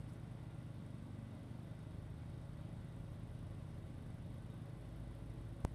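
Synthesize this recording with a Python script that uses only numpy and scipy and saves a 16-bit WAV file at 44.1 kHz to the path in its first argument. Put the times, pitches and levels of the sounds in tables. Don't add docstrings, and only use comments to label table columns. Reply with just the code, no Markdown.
import sys
import numpy as np
from scipy import signal
from scipy.fft import rfft, irfft
from scipy.io import wavfile

SR = 44100
rng = np.random.default_rng(int(sys.argv[2]) if len(sys.argv) > 2 else 0)


def digitize_waveform(pressure):
    field = np.atleast_2d(pressure).T
    bounded = np.clip(field, -1, 1)
    quanta = np.round(bounded * 32767).astype(np.int16)
    wavfile.write(sys.argv[1], SR, quanta)


def makeup_ratio(level_db):
    decades = np.asarray(level_db, float) / 20
    return 10 ** decades


N = 253134
T = np.arange(N) / SR
HZ = np.fft.rfftfreq(N, 1 / SR) + 1e-3

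# pitch_hz, level_db (per Hz)
AIR_HISS = [(2000, -4), (2470, -8), (3500, -5.5), (4170, -11.5), (5550, -15.5), (7100, -22.5),
            (8250, -13.5), (9360, -14), (10800, -20.5), (12300, -23), (13200, -30), (13900, -30),
            (14600, -41), (15400, -44)]
# pitch_hz, width_hz, level_db
WHINES = [(340, 3, -75), (360, 3, -81), (559, 7, -74), (824, 8, -82), (1043, 6, -87), (1114, 8, -84),
          (2007, 4, -86), (2230, 5, -94), (3510, 5, -95), (4404, 5, -101)]
# start_s, length_s, pitch_hz, width_hz, level_db
RUSTLES = [
    (0.0, .03, 9000, 4000, -80),
    (.078, .04, 9300, 3500, -75.5),
    (.082, .03, 4800, 2600, -77),
    (.12, .04, 8800, 4500, -78),
    (1.62, .03, 11000, 5000, -88),
    (3.128, .035, 12800, 5000, -87.5),
    (3.13, .03, 5500, 2500, -86),
    (5.562, .012, 9800, 3000, -78),
    (5.6, .012, 10000, 5000, -82),
]
# pitch_hz, level_db (per Hz)
ROAR = [(12, -43), (33, -29), (46, -7), (67, -16), (90, -7.5), (140, -14), (200, -12.5), (320, -21),
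        (350, -24.5), (560, -24.5), (700, -27), (1160, -30.5), (1290, -33.5), (3100, -46)]
# pitch_hz, width_hz, level_db
CASING_RINGS = [(96.7, 10, -67.5), (132, 8, -66.5), (171.2, 13, -64.5), (229.3, 14, -72.5),
                (268, 19, -73.5), (301.3, 17, -71), (337, 9, -76.5), (426.3, 15, -74.5), (521, 11, -82),
                (615, 40, -73.5), (666, 22, -81.5), (738, 41, -81.5), (920, 14, -88), (938, 16, -86),
                (1185, 12, -86.5), (1210, 15, -91), (1400, 25, -82.5), (1525, 25, -83), (1950, 36, -89),
                (3753, 36, -87), (4330, 120, -95.5)]
# time_s, blade_rate_hz
IMPELLER_SPEED = [(0.0, 41.6), (0.8, 42.1), (1.3, 40.23), (2.0, 39.8), (2.5, 41.0), (3.6, 41.8),
                  (4.0, 41.5), (4.8, 43.1), (5.74, 43.7)]
# start_s, length_s, blade_level_db, double_level_db
BITES = [
    (1.7, 0.9, -70, -57),
    (2.2, 1.2, -65, -59.5),
    (3.001, 1.64, -62.5, -57),
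    (4.952, 0.69, -63, -65),
]
# pitch_hz, width_hz, start_level_db, end_level_db
MUFFLER_SHELL = [(8280, 200, -1.5, -11), (9050, 140, 0.5, -4), (9650, 160, 0, -10.5), (10370, 180, -8, -8),
                 (11880, 370, -13, -4), (12150, 190, -7, -14)]
# place_in_cycle (0-1), level_db
VALVE_TICKS = [
    (.13, -101),
    (.27, -99),
    (.52, -97),
]
# time_s, firing_rate_hz
ENGINE_SPEED = [(0.0, 25.63), (0.2, 26.0), (0.6, 25.52), (0.8, 24.97), (1.4, 24.45), (1.8, 25.57),
                (2.0, 25.69), (2.4, 25.49), (2.8, 25.57), (3.0, 25.76), (3.4, 25.71), (4.0, 24.91),
                (4.4, 25.19), (5.0, 26.64), (5.2, 26.74), (5.6, 26.19), (5.74, 26.83)]
# multiple, top_level_db, pitch_hz, width_hz
STRONG_ORDERS = [(2, -54.5, 53.8, 4), (4, -58, 101, 24), (6, -57.5, 152.5, 14)]
# multiple, level_db
WEAK_ORDERS = [(1, -78), (3, -68), (5, -66.5), (7, -70), (8, -81), (9, -72), (10, -72), (11, -75),
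               (12, -73), (13, -76), (15, -87), (17, -86), (20, -85), (21, -85), (23, -84)]
# pitch_hz, width_hz, lift_db
PANE = [(80, 4, 6), (174, 11, 7), (222, 11, 12), (271, 8, 11.5)]
# pitch_hz, level_db
MICROPHONE = [(12300, 0), (13200, -3), (13900, 1.5), (14600, -2), (16000, -2.5)]


def level(x, db):
    return x * makeup_ratio(db) / np.sqrt(np.mean(x ** 2))


def curve(table):
    time_s, value = np.transpose(table)
    return np.interp(T, time_s, value)


def noise(gain):
    return level(irfft(rfft(rng.standard_normal(N)) * gain, N), 0)


def resonance(hz, width_hz):
    return 1 / np.sqrt(1 + ((HZ - hz * hz / HZ) / width_hz) ** 2)


def walk(rate_hz):
    return noise(np.exp(-(HZ / rate_hz) ** 2))


def flickering_noise(spectrum, low_hz, high_hz, flicker_db, rate_hz):
    hz, db = np.transpose(spectrum)
    shape = makeup_ratio(np.interp(np.log(HZ), np.log(hz), db))
    out = 0
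    for centre in np.arange(np.log2(low_hz), np.log2(high_hz) + .5, .5):
        share = np.cos(np.pi * np.clip(np.log2(HZ) - centre, -.5, .5))
        band = irfft(rfft(rng.standard_normal(N)) * shape * share, N)
        out = out + band * makeup_ratio(flicker_db * walk(rate_hz))
    return level(out, 0)


def indoors():
    hum_level = makeup_ratio(-55.5 + 0.33 * walk(0.86))
    out = hum_level * np.sqrt(2) * np.cos(2 * np.pi * 120.064 * T + .6)
    for hz, width, db in WHINES:
        loudness = makeup_ratio(db + 2.4 * walk(2 * width))
        drift = 1.33 * walk(width / 2)
        out = out + loudness * np.sqrt(2) * np.sin(2 * np.pi * hz * T + drift)
    whistle = noise(resonance(10379, 30) + resonance(10418, 30))
    sets_in = np.clip((T - 2.2) / 1.1, .15, 1)
    air = flickering_noise(AIR_HISS, 1955, 16000, 1.0, 17)
    return out + makeup_ratio(-93) * sets_in * whistle + level(air, -75.5)


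def rustles():
    out = 0
    for start, length, hz, width, db in RUSTLES:
        progress = np.clip((T - start) / length, 0, 1)
        stroke = np.sin(np.pi * progress ** 0.52)
        grain = makeup_ratio(4.9 * walk(150))
        out = out + makeup_ratio(db) * stroke * grain * noise(resonance(hz, width) ** 2)
    return out


def finger_pop():
    since = T - 5.64995
    after = np.maximum(since, 0)
    press = .031 * np.clip(1 + since / .0072, 0, 1) ** .7
    wobble = .38 * np.exp(-after / .0012) * np.cos(2 * np.pi * 900 * (after - .00042))
    suck = .052 * (np.clip(1 - after / .0056, 0, 1) + wobble)
    snap = 1 - np.exp(-np.maximum(since + .00003, 0) / .00018)
    tick_shape = np.exp(-((since + .00002) / .00008) ** 2)
    tick = makeup_ratio(-35.5) * tick_shape * np.cos(2 * np.pi * 8000 * (since + .00003))
    knock = makeup_ratio(-50.5) * np.exp(-(since / 0.00045) ** 2) * np.sin(-2 * np.pi * 2000 * since)
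    return press * (1 - snap) - suck * snap + tick + knock


def snow_roar(cycle):
    swell = 1 + .12 * np.cos(2 * np.pi * (cycle - .02))
    out = level(flickering_noise(ROAR, 16.12, 2900, 1.0, 9) * swell, -59)
    for hz, width, db in CASING_RINGS:
        out = out + makeup_ratio(db + walk(11)) * noise(resonance(hz, width))
    return out


def impeller_blades():
    attack_s, release_s = 0.27, 0.24
    blade = 2 * np.pi * np.cumsum(curve(IMPELLER_SPEED)) / SR
    first, second = makeup_ratio(-75.5), makeup_ratio(-77)
    for start, length, first_db, second_db in BITES:
        filling = (T - start) / attack_s
        emptying = (start + length - T) / release_s
        full = np.clip(np.minimum(filling, emptying), 0, 1) ** 2
        first = np.maximum(first, makeup_ratio(first_db) * full)
        second = np.maximum(second, makeup_ratio(second_db) * full)
    return np.sqrt(2) * (first * np.sin(blade) + second * np.sin(2 * blade))


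def puffs(cycle, opens, sharp, tail, tail_db, scatter_db):
    since = (cycle - opens) % 1
    sizes = makeup_ratio(scatter_db * rng.standard_normal(N // 1000))
    size = sizes[(cycle - opens + 2).astype(int)]
    rise = 1 - np.exp(-since / .012)
    return size * rise * (np.exp(-since / sharp) + makeup_ratio(tail_db) * np.exp(-since / tail))


def exhaust(cycle):
    cycle = cycle + 0.0088 * walk(7.9)
    opens = .88
    hiss_colour = resonance(9000, 2600) ** 2 + makeup_ratio(-12) * resonance(12000, 1800) ** 2
    gas = puffs(cycle, opens, 0.068, 0.36, -14, 1.1) * noise(hiss_colour)
    for hz, width, start_db, end_db in MUFFLER_SHELL:
        turn = makeup_ratio(np.linspace(start_db, end_db, N))
        gas = gas + turn * puffs(cycle, opens, 0.081, 0.51, -16, 3.0) * noise(resonance(hz, width))
    ticks = 0
    for place, db in VALVE_TICKS:
        tick = puffs(cycle, place, .06, .1, -30, 4.0) * noise(resonance(10900, 2500) ** 2)
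        ticks = ticks + level(tick, db)
    rattle = puffs(cycle, 0.98, .15, 0.36, -5.0, 1.7) * noise(resonance(4640, 2300) ** 2)
    hiss_db = -84.5 + 0.93 * T
    return level(gas, -4.5) * makeup_ratio(hiss_db) + ticks + level(rattle, -91.5)


def engine_thuds(rate, cycle):
    orders = list(WEAK_ORDERS)
    for k, top_db, hz, width in STRONG_ORDERS:
        off_peak = 2 * (k * rate - hz) / width
        orders.append((k, top_db - 20 * np.log10(1 + off_peak ** 2)))
    out = 0
    for k, db in orders:
        lift_db = sum(lift / (1 + (2 * (k * rate - hz) / width) ** 2) for hz, width, lift in PANE)
        lag = .8 * (k < 4) * (1 + k % 2)
        lead = (k > 7) * (.6 * (k - 5.5) + .14 * k * (rate - 25.6))
        phase = 2 * np.pi * k * cycle - lag + lead + .012 * k * walk(6)
        waver = makeup_ratio(.7 * walk(7))
        out = out + makeup_ratio(db + lift_db) * np.sqrt(2) * waver * np.cos(phase)
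    return out


def snowblower():
    rate = curve(ENGINE_SPEED)
    cycle = -.2016 + np.cumsum(rate) / SR
    return snow_roar(cycle) + impeller_blades() + exhaust(cycle) + engine_thuds(rate, cycle)


def scene():
    return (indoors() + rustles() + finger_pop() + snowblower())[None]


def band_limit(x):
    return signal.sosfilt(signal.butter(12, 15290, fs=SR, output="sos"), x)


def record(dry):
    hz, db = np.transpose(MICROPHONE)
    heard = irfft(rfft(dry) * makeup_ratio(np.interp(HZ, hz, db)), N)
    return band_limit(heard)


dry = scene()
out = record(dry)
digitize_waveform(out)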